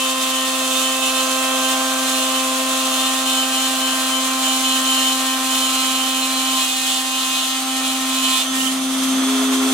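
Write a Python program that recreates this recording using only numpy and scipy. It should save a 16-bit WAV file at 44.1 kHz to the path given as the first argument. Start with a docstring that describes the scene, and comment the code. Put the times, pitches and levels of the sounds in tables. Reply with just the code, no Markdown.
"""A workshop, with a stereo pair of microphones close to a CNC router cutting a groove in hardwood.
The small bit's two flutes tear off hissing chips, and its slender shank chatters between the
spindle's harmonics. The trim motor hums and whines at about 15700 rpm over the rush of its fan.
Near the end the bit squeals up out of the groove, the motor runs free and the stepper motors
whirr up for a rapid move."""
import sys
import numpy as np
from scipy import signal
from scipy.fft import rfft, irfft, next_fast_len
from scipy.io import wavfile

SR = 44100
rng = np.random.default_rng(int(sys.argv[2]) if len(sys.argv) > 2 else 0)


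def materialize(psi):
    """Save the field psi as 16-bit PCM at rate SR to the path in sys.argv[1].

    A 1-D psi becomes a single channel; in a 2-D psi each row is a channel.
    """
    bounded = np.clip(np.atleast_2d(psi).T, -1, 1)
    quanta = np.round(bounded * 32767).astype(np.int16)
    wavfile.write(sys.argv[1], SR, quanta)


N = 429093
T = np.arange(N) / SR


def undb(db):
    """Decibels to gain."""
    return 10 ** (np.asarray(db) / 20)


def curves(table):
    """One sample-rate curve for each column after the time."""
    times, *columns = np.transpose(table)
    return [np.interp(T, times, column) for column in columns]


def swells(table, attack_s=0.024, release_s=0.045):
    """Attack, hold and release for each (start_s, length_s, size, ...) row; one curve per size column."""
    out = np.zeros((len(table[0]) - 2, N))
    for start, length, *sizes in table:
        near = slice(*np.searchsorted(T, [start - attack_s, start + length + release_s]))
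        rise = (T[near] - start) / attack_s
        fall = (start + length - T[near]) / release_s
        out[:, near] += np.outer(sizes, np.clip(.5 + np.minimum(rise, fall), 0, 1))
    return out


def colour(points, hz):
    """Gain of a (frequency_hz, gain_db) spectrum at the given frequencies."""
    points_hz, db = np.transpose(points)
    return undb(np.interp(np.log(np.maximum(hz, 1)), np.log(points_hz), db))


def walk(rate):
    """Smooth random motion of spread 1 that changes about rate times a second."""
    hz = np.fft.rfftfreq(4096, T[-1] / 4096)
    motion = irfft(rfft(rng.standard_normal(4096)) * np.exp(-2 * (hz / rate) ** 2))
    return np.interp(T, np.linspace(0, T[-1], len(motion)), motion / motion.std())


def angle(hz):
    """Phase in radians of something that turns at hz."""
    return 2 * np.pi * np.cumsum(hz) / SR


def cosine(phase):
    """Cosine of a long-running phase, in single precision."""
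    turns = phase / (2 * np.pi)
    return np.cos((2 * np.pi * (turns - np.floor(turns))).astype(np.float32))


def stereo(mid, side):
    """Left and right from mid and side."""
    return np.array([mid + side, mid - side])


def pan(sound, db):
    """Place a sound between the microphones by left minus right dB."""
    return sound * undb(np.array([[db], [-db]]) / 2)


# The workshop's reflections at the two microphones: frequency_hz, side_minus_mid_db
ROOM_WIDTH = [(40, -27), (110, -22), (270, -21), (520, -6), (800, -8), (1100, -9), (2000, -2), (4000, -2.5),
              (12000, -2)]


def tone(phase, gain, rough, rate=30):
    """A partial that trembles in strength; its reflections shift slowly as the gantry moves."""
    hz = phase[-1] / (2 * np.pi * T[-1])
    phase = phase + rng.uniform(0, 2 * np.pi)
    gain = gain * (1 + rough * walk(rate)) / np.sqrt(1 + rough ** 2)
    reflected = rng.choice([-1, 1]) * np.pi / 2 + .5 * walk(1.0)
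    return stereo(gain * cosine(phase), gain * colour(ROOM_WIDTH, hz) * cosine(phase + reflected))


def noise(points):
    """Stereo noise of the given colour, rms 1 in the middle, wider in the treble."""
    size = next_fast_len(N, True)
    hz = np.fft.rfftfreq(size, 1 / SR)
    mid, side = rfft(rng.standard_normal((2, size))) * colour(points, hz)
    mid = irfft(mid, size)[:N]
    side = irfft(side * colour(ROOM_WIDTH, hz), size)[:N]
    return stereo(mid, side) / mid.std()


# The spindle sags under load and rises once free: time_s, speed_hz
SPINDLE_SPEED = [(0, 261.5), (0.5, 261.8), (5.8, 261.85), (6.5, 262.15), (6.6, 261), (7.45, 261.7),
                 (7.55, 262.3), (8.2, 262.1), (8.37, 261.2), (8.46, 262.1), (8.7, 263), (9.05, 263),
                 (9.5, 262.3)]
HUNT_RATE_HZ, HUNT_DEPTH_HZ, HUNT_CREST_S, HUNT_SETTLES_S = 2.24, 0.37, 1.85, 3.59


def spindle_speed():
    """Turns a second: the governor overshoots back and forth, then settles."""
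    hz, = curves(SPINDLE_SPEED)
    unsettled = np.clip(.5 + HUNT_SETTLES_S - T, 0, 1)
    hunting = HUNT_DEPTH_HZ * unsettled * np.cos(2 * np.pi * HUNT_RATE_HZ * (T - HUNT_CREST_S))
    return hz + hunting + 0.0922 * walk(6.6)


# Chip hiss and the bit's resonances near 3.1, 3.6 and 4.1 kHz: time_s, hiss_db, low_db, mid_db, high_db
STEADY_CUT = [(0, -32, -37.5, -29.5, -43), (1.7, -33, -37.5, -40, -35), (3.3, -33, -33.5, -37, -32.5),
              (4.6, -31, -28.5, -38.5, -30.5), (6.45, -33, -35, -41, -30.5), (6.65, -31, -30.5, -32, -30),
              (7.5, -33, -31.5, -30.5, -30.5), (7.7, -37, -28.5, -46, -33.5),
              (8.45, -32.5, -36, -36, -32.5), (8.68, -30, -37, -44, -46), (8.76, -56, -49, -47, -46),
              (9.4, -31, -43, -44, -48)]
# The bit digs into hard grain and bursts into chatter: start_s, length_s, hiss_rise_db, chatter_rise_db
GRAIN_BITES = [(0.01, 0.12, -0.5, 12), (0.22, 0.11, 1, 2), (0.32, 0.13, -1, 15), (0.71, 0.12, 3.5, 7),
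               (0.82, 0.13, 1, 15.5), (1.02, 0.094, 3, 12), (1.15, 0.089, 3, 13), (1.64, .09, 2, 14.5),
               (2.07, .24, 2.5, 7), (2.34, 0.067, 2, 13), (2.68, 0.3, 1.5, -4), (2.93, .17, 2.5, 8),
               (3.26, 0.19, 2.5, 13), (3.52, 0.16, 1.5, 11), (3.79, 0.15, 0, 12), (4.11, 0.097, -1.5, 7.5),
               (4.44, .12, 1.5, 8), (4.64, 0.15, 1.5, 9), (4.85, 0.3, 2, 10.5), (5.26, 0.11, 0.5, 8),
               (5.51, 0.19, 2.5, 10.5), (5.73, 0.53, 1, 8), (6.32, 0.27, 0.3, 8.5), (6.57, 0.079, 2.5, 2),
               (6.86, .15, 1, 5), (7.13, 0.085, 0, 6), (7.35, 0.16, 0.5, 4), (7.83, .09, 4, 4),
               (8.1, 0.11, 2.5, 7), (8.23, 0.21, 3.5, 12)]
# How the mid and high resonances follow a bite, a row each: db_per_hiss_db, db_per_chatter_db
RESONANCE_RISE = [(3, -0.08), (1.0, 0.226)]
# The bit finds little wood and the whole cut slackens: start_s, length_s, drop_db
SLACK_SPOTS = [(0.11, 0.065, 5), (4.33, .08, 2.5), (5.35, 0.067, 8), (7.01, 0.12, 3), (7.61, 0.058, 11),
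               (8.45, .08, 8)]


def cutting_levels():
    """Levels of the hiss and the three resonances: the steady cut, with its bites and slack spots."""
    hiss_db, low_db, *upper_db = curves(STEADY_CUT) - swells(SLACK_SPOTS)
    hiss_rise, chatter_rise = swells(GRAIN_BITES)
    upper_db = [db + by_hiss * hiss_rise + by_chatter * chatter_rise
                for db, (by_hiss, by_chatter) in zip(upper_db, RESONANCE_RISE)]
    return hiss_db + hiss_rise, [low_db + chatter_rise, *upper_db]


# Tearing hardwood, heard from close by: frequency_hz, gain_db
CHIP_COLOUR = [(400, -43), (900, -34), (1900, -13), (2400, -1.5), (2900, 2), (3900, -0.5), (4600, -4.5),
               (5700, -1), (6600, 1.5), (7700, 3.5), (8900, -3.5), (9800, 1), (11000, -5), (16000, -12)]


def chips(turn, contact, hiss_db):
    """Each pass of the two flutes tears off chips of uneven size: a hiss that throbs with the turn."""
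    throb_db = 0.44 * cosine(turn) + 0.45 * cosine(2 * turn) + 0.99 * walk(180) + 0.4 * walk(40)
    return noise(CHIP_COLOUR) * contact * undb(hiss_db + throb_db + 4.5)


# The ringing bit, struck lightly (0) to hard (1): time_s, cycles_per_turn, hardness
BIT_RING = [(0, 11.71, 0), (.8, 11.73, 0), (2.9, 11.72, .1), (3.4, 11.7, .3), (4.8, 11.7, .6),
            (6.5, 11.69, .7), (6.62, 11.63, 1), (7.5, 11.635, 1), (7.6, 11.64, .8), (8.4, 11.65, 1)]
# Weaker tones either side of the ring: offset_cycles_per_turn, light_strike_db, hard_strike_db
RING_SIDEBANDS = [(-2, -44, -39.5), (-1, -39, -39.5), (1, -48, -37.5), (3, -50, -42), (5, -49, -46),
                  (6, -51, -51), (7, -52, -46), (13, -47, -51)]
SPUTTER_DB, SPUTTER_HZ = 1.6, 30.3  # the chatter keeps catching and losing its grip


def chatter(spindle_hz, turn, levels_db):
    """The bit rings in bursts near 3 kHz; each turn strikes it anew, spreading sidebands a turn apart."""
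    ratio, hardness = curves(BIT_RING)
    low, mid, high = (undb(db + SPUTTER_DB * walk(SPUTTER_HZ)) for db in levels_db)
    ring = angle(ratio * spindle_hz) + 0.11 * walk(25)
    out = tone(ring, low * undb(-2.5), rough=.15)
    # two sidebands meet resonances of their own and flare separately
    out += tone(ring + 2 * turn + .4 * walk(30), mid, rough=.35)
    out += tone(ring + 4 * turn + .3 * walk(30), high * undb(-2.5), rough=.2)
    swell = (mid * high * undb(81)) ** .3  # the weaker ones gently follow those two
    for offset, light_db, hard_db in RING_SIDEBANDS:
        db = light_db + hardness * (hard_db - light_db)
        out += tone(ring + offset * turn + .4 * walk(30), swell * undb(db), rough=.4)
    return out * np.interp(T, [8.42, 8.49], [1, 0])  # the ringing stops as the bit starts to rise


# The once-a-turn hum, held down while the bit is pressed hard: time_s, level_db
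UNBALANCE = [(0.06, -30.5), (0.67, -29), (1.02, -30), (1.72, -27.5), (4.02, -28), (4.68, -26.5),
             (5.94, -28.5), (6.53, -27.5), (6.66, -32.5), (7.25, -31.5), (7.44, -33), (7.71, -27.5),
             (8.29, -25.5), (8.4, -34), (8.51, -24.5), (8.99, -22.5), (9.12, -19.5), (9.66, -19)]
# Its strongest overtone: time_s, level_db
FOURTH_HARMONIC = [(0, -28), (1.1, -28), (1.38, -24.5), (2.1, -29), (2.75, -26), (3.5, -32), (4.5, -27.5),
                   (6.48, -31), (6.59, -24.5), (6.7, -39.5), (7.27, -30), (7.6, -37.5), (8.28, -29.5),
                   (8.35, -25), (8.43, -43), (8.55, -35), (8.75, -41), (9.73, -34.5)]


def motor_hum(turn):
    """Unbalance hums once a turn, just left of centre, and shakes the frame."""
    hum_db, = curves(UNBALANCE)
    fourth_db, = curves(FOURTH_HARMONIC)
    hum = tone(turn, undb(hum_db + 3.5), rough=0.015)
    hum += tone(4 * turn, undb(fourth_db + 1.53 + 0.75 * walk(3.5)), rough=0.019)
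    return pan(hum, db=0.65) + frame_shake(hum_db)


# The shaking frame: frequency_hz, gain_db
SHAKE_COLOUR = [(20, -19), (40, 16.5), (80, -36), (135, 10.5), (200, 0), (400, -40), (1500, -38)]


def frame_shake(hum_db):
    """A faint low rumble that follows the unbalance."""
    return noise(SHAKE_COLOUR) * undb(hum_db - 35.0)


# Each low harmonic swells, holds and fades at the microphones; where rise and fall overlap, they cancel:
# harmonic, base_db, rises_until_s, falls_from_s, slope_db_per_s, heavy_cut_drop_db, free_db
LOW_HARMONICS = [(2, -28.5, 1, 1.34, 2.5, 0.5, -40), (3, -31.5, 1.4, 7.6, 6, 2.5, -42),
                 (5, -34.5, 3, 4.6, 0.6, 3, -43), (6, -34, 2.1, 3.8, 3.0, -2, -57),
                 (9, -34, 7.5, 4.8, 1.5, 18, -58), (10, -33.5, .35, 1.2, 2, 12, -40),
                 (12, -32.5, -6, 2.2, 1.8, -2, -33.5)]
# The bit is pressed hard into the wood: start_s, length_s, share
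HARD_PRESS = [(6.58, 0.98, 0.84)]
RIPPLE_DB, RIPPLE_HZ = 2.5, 2.8  # standing waves on the way to the microphones, at the tenth harmonic
BITE_LIFT = 0.46  # dB per dB of hiss at the twelfth harmonic, near the bit's 3 kHz resonance


def motor_harmonics(turn, contact):
    """Fan, commutator and flutes add harmonics; each swells and fades its own way as the gantry moves."""
    heavy, = swells(HARD_PRESS)
    bite_db, _ = swells(GRAIN_BITES)
    out = np.zeros((2, N))
    for harmonic, base_db, rises_until_s, falls_from_s, slope_db_per_s, heavy_db, free_db in LOW_HARMONICS:
        fade_s = np.maximum(rises_until_s - T, 0) + np.maximum(T - falls_from_s, 0)
        db = base_db - slope_db_per_s * fade_s - heavy_db * heavy
        db += RIPPLE_DB * np.sqrt(harmonic / 10) * walk(RIPPLE_HZ)
        db += BITE_LIFT * (harmonic / 12) ** 2 * bite_db
        gain = contact ** 2 * undb(db) + (1 - contact ** 2) * undb(free_db)
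        out += tone(harmonic * turn, gain, rough=.11)
    return pan(out, db=-2.0)


# The motor's upper partials, in the wood and running free: harmonic, cutting_db, free_db
WHINE_PARTIALS = [(7, -42.5, -52), (8, -47, -57), (11, -42, -60), (13, -41, -33.5), (14, -47, -42),
                  (15, -46, -60), (16, -45, -44), (17, -49, -51), (18, -51, -50), (19, -52, -51),
                  (22, -53, -44), (23, -52, -48), (24, -42, -36), (25, -48, -50), (26, -49, -48),
                  (32, -52, -49), (33, -51, -48), (34, -58, -46), (35, -53, -44), (36, -43.5, -53),
                  (38, -51, -47), (40, -55, -49)]


def motor_whine(turn, contact):
    """The upper harmonics whine, rougher while the grain twists the bit back and forth."""
    load = contact ** 2
    twist = .005 * load * walk(60)
    out = np.zeros((2, N))
    for harmonic, cutting_db, free_db in WHINE_PARTIALS:
        rms = load * undb(cutting_db) + (1 - load) * undb(free_db - 1)
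        out += tone(harmonic * (turn + twist), np.sqrt(2) * rms, rough=.1 + .35 * load, rate=9.8)
    return out


# The bearing's two pitches: cycles_per_turn
BALL_RATIOS = (11.06, 13.825)
# Their strengths: level_db
BALL_LEVELS = (-45, -42.5)


def bearing(turn, torque):
    """The balls of the bearing sing between the harmonics, throbbing with the torque."""
    throb = 1 + 0.9 * cosine(torque)
    return sum(tone(ratio * turn, throb * undb(db), rough=0.22)
               for ratio, db in zip(BALL_RATIOS, BALL_LEVELS))


# Tones one torque rate below (-1) or above (1) a harmonic: harmonic, side, level_db
TORQUE_TONES = [(2, 1, -42), (3, -1, -46), (4, 1, -41), (5, -1, -45), (12, 1, -47), (13, 1, -49)]


def mains_buzz(turn, torque):
    """A faint mains hum and the pulsing torque's side tones swell and fade as the motor moves past."""
    passing = undb(np.interp(T, [0, 2.2, 4.5, 7, 9.7], [1.0, 4.5, 0.0, -5, -3.5]))
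    sides = sum(tone(harmonic * turn + side * torque, passing * undb(db + 1.5), rough=0.27)
                for harmonic, side, db in TORQUE_TONES)
    return sides + tone(torque, passing * undb(-65.0), rough=0.43)


# Cooling air reaching the microphones: time_s, level_db
AIR_RUSH = [(0.0, -41), (1.5, -39), (4.8, -39), (6.55, -40.5), (6.8, -43), (8.2, -39), (8.85, -41),
            (9.2, -35.5), (9.73, -35)]
# The fan's rush: frequency_hz, gain_db
FAN_COLOUR = [(85, -20), (150, -24), (240, 2), (370, -5.5), (560, 0.5), (700, 6), (900, 2.5), (1150, 7),
              (1380, 7), (1560, -0.5), (2500, -2), (6000, -21.5)]
# The brushes' hiss: frequency_hz, gain_db
BRUSH_COLOUR = [(450, -49), (1000, -40), (1700, -6), (2400, -4.5), (3300, 2), (4600, -3.5), (6400, -3),
                (8500, -1), (10500, -7), (13000, -9), (16000, -26)]


def fan_and_brushes(turn, torque):
    """The cooling fan rushes in time with the shaft; the brushes hiss in time with the mains."""
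    rush_db, = curves(AIR_RUSH)
    fan = noise(FAN_COLOUR) * undb(rush_db + 6.5 + walk(30))
    fan *= 1 + 0.16 * cosine(turn) + 0.053 * cosine(2 * turn)
    # the brushes sound through the same vents, so they swell a little with the rush
    brushes = noise(BRUSH_COLOUR) * undb(.35 * rush_db - 15 + 1.56 * walk(27))
    brushes *= 1 + 0.06 * cosine(torque)
    return fan + brushes


# The bit leaves the groove: time_s, pitch_hz, level_db
EXIT_SQUEAL = [(8.43, 3050, -90), (8.46, 3050, -27), (8.5, 3030, -30), (8.54, 2950, -30), (8.6, 2900, -26),
               (8.67, 3100, -24), (8.71, 3120, -33), (8.76, 3120, -90)]
# The rubbing shakes the shaft: harmonic, offset_db
SHAFT_BUZZ = [(5, -6), (7, -1.5)]


def exit_squeal(turn):
    """The rising bit rubs the groove's wall: a stuttering squeal that dips and climbs, over a buzz."""
    hz, db = curves(EXIT_SQUEAL)
    stutter_db = 3 * walk(60)
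    squeal = tone(angle(hz + 120 * walk(350)), undb(db + stutter_db - 3), rough=.7, rate=90)
    buzz = sum(tone(harmonic * turn, undb(db + offset_db), rough=.3) for harmonic, offset_db in SHAFT_BUZZ)
    return squeal + buzz


# The lift and the rapid move: time_s, step_rate_hz, tone_db, rumble_db
STEPPER_MOVES = [(0, 170, -90, -70), (8.38, 170, -90, -65), (8.5, 190, -50, -44), (9.08, 190, -48, -42),
                 (9.17, 215, -33, -36), (9.24, 360, -42, -36), (9.275, 416, -31, -43),
                 (9.73, 416, -30, -41)]
# The frame rumbling under the steppers: frequency_hz, gain_db
RUMBLE_COLOUR = [(30, -20), (110, -24), (190, -2), (240, 12.5), (300, 1), (450, 3), (900, -6), (3000, -50)]


def steppers():
    """The bit is lifted with a low rumble; then two axes speed up to different step rates."""
    hz, tone_db, rumble_db = curves(STEPPER_MOVES)
    step = angle(hz)
    fast_axis = tone(step, undb(tone_db), rough=0.11) + tone(3 * step, undb(tone_db - 15), rough=.2)
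    slow_axis = tone(.83 * step, undb(tone_db - 8), rough=0.8)
    return fast_axis + slow_axis + noise(RUMBLE_COLOUR) * undb(rumble_db)


# The bit in the wood (1) or clear of it (0): time_s, contact
WOOD_CONTACT = [(0, 1), (8.4, 1), (8.48, 0.2), (8.56, 1), (8.68, 0.87), (8.76, 0.7), (9.73, 0)]
TORQUE_HZ = 120  # the torque pulses twice a mains cycle


def scene():
    """Cut and motor follow the one shaft; from the microphones the cut lies a little to the right."""
    spindle_hz = spindle_speed()
    turn, torque = angle(spindle_hz), 2 * np.pi * TORQUE_HZ * T
    contact, = curves(WOOD_CONTACT)
    hiss_db, chatter_db = cutting_levels()
    cut = chips(turn, contact, hiss_db) + chatter(spindle_hz, turn, chatter_db) + exit_squeal(turn)
    motor = motor_hum(turn) + motor_harmonics(turn, contact) + motor_whine(turn, contact)
    machine = motor + bearing(turn, torque) + mains_buzz(turn, torque) + steppers()
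    return machine + pan(fan_and_brushes(turn, torque), db=-1.5) + pan(cut, db=-2.0)


def record(dry):
    """The recorder cuts the top steeply above 15.75 kHz."""
    return signal.sosfilt(signal.ellip(10, .2, 80, 15750, fs=SR, output="sos"), dry)


dry = scene()
out = record(dry)
materialize(out)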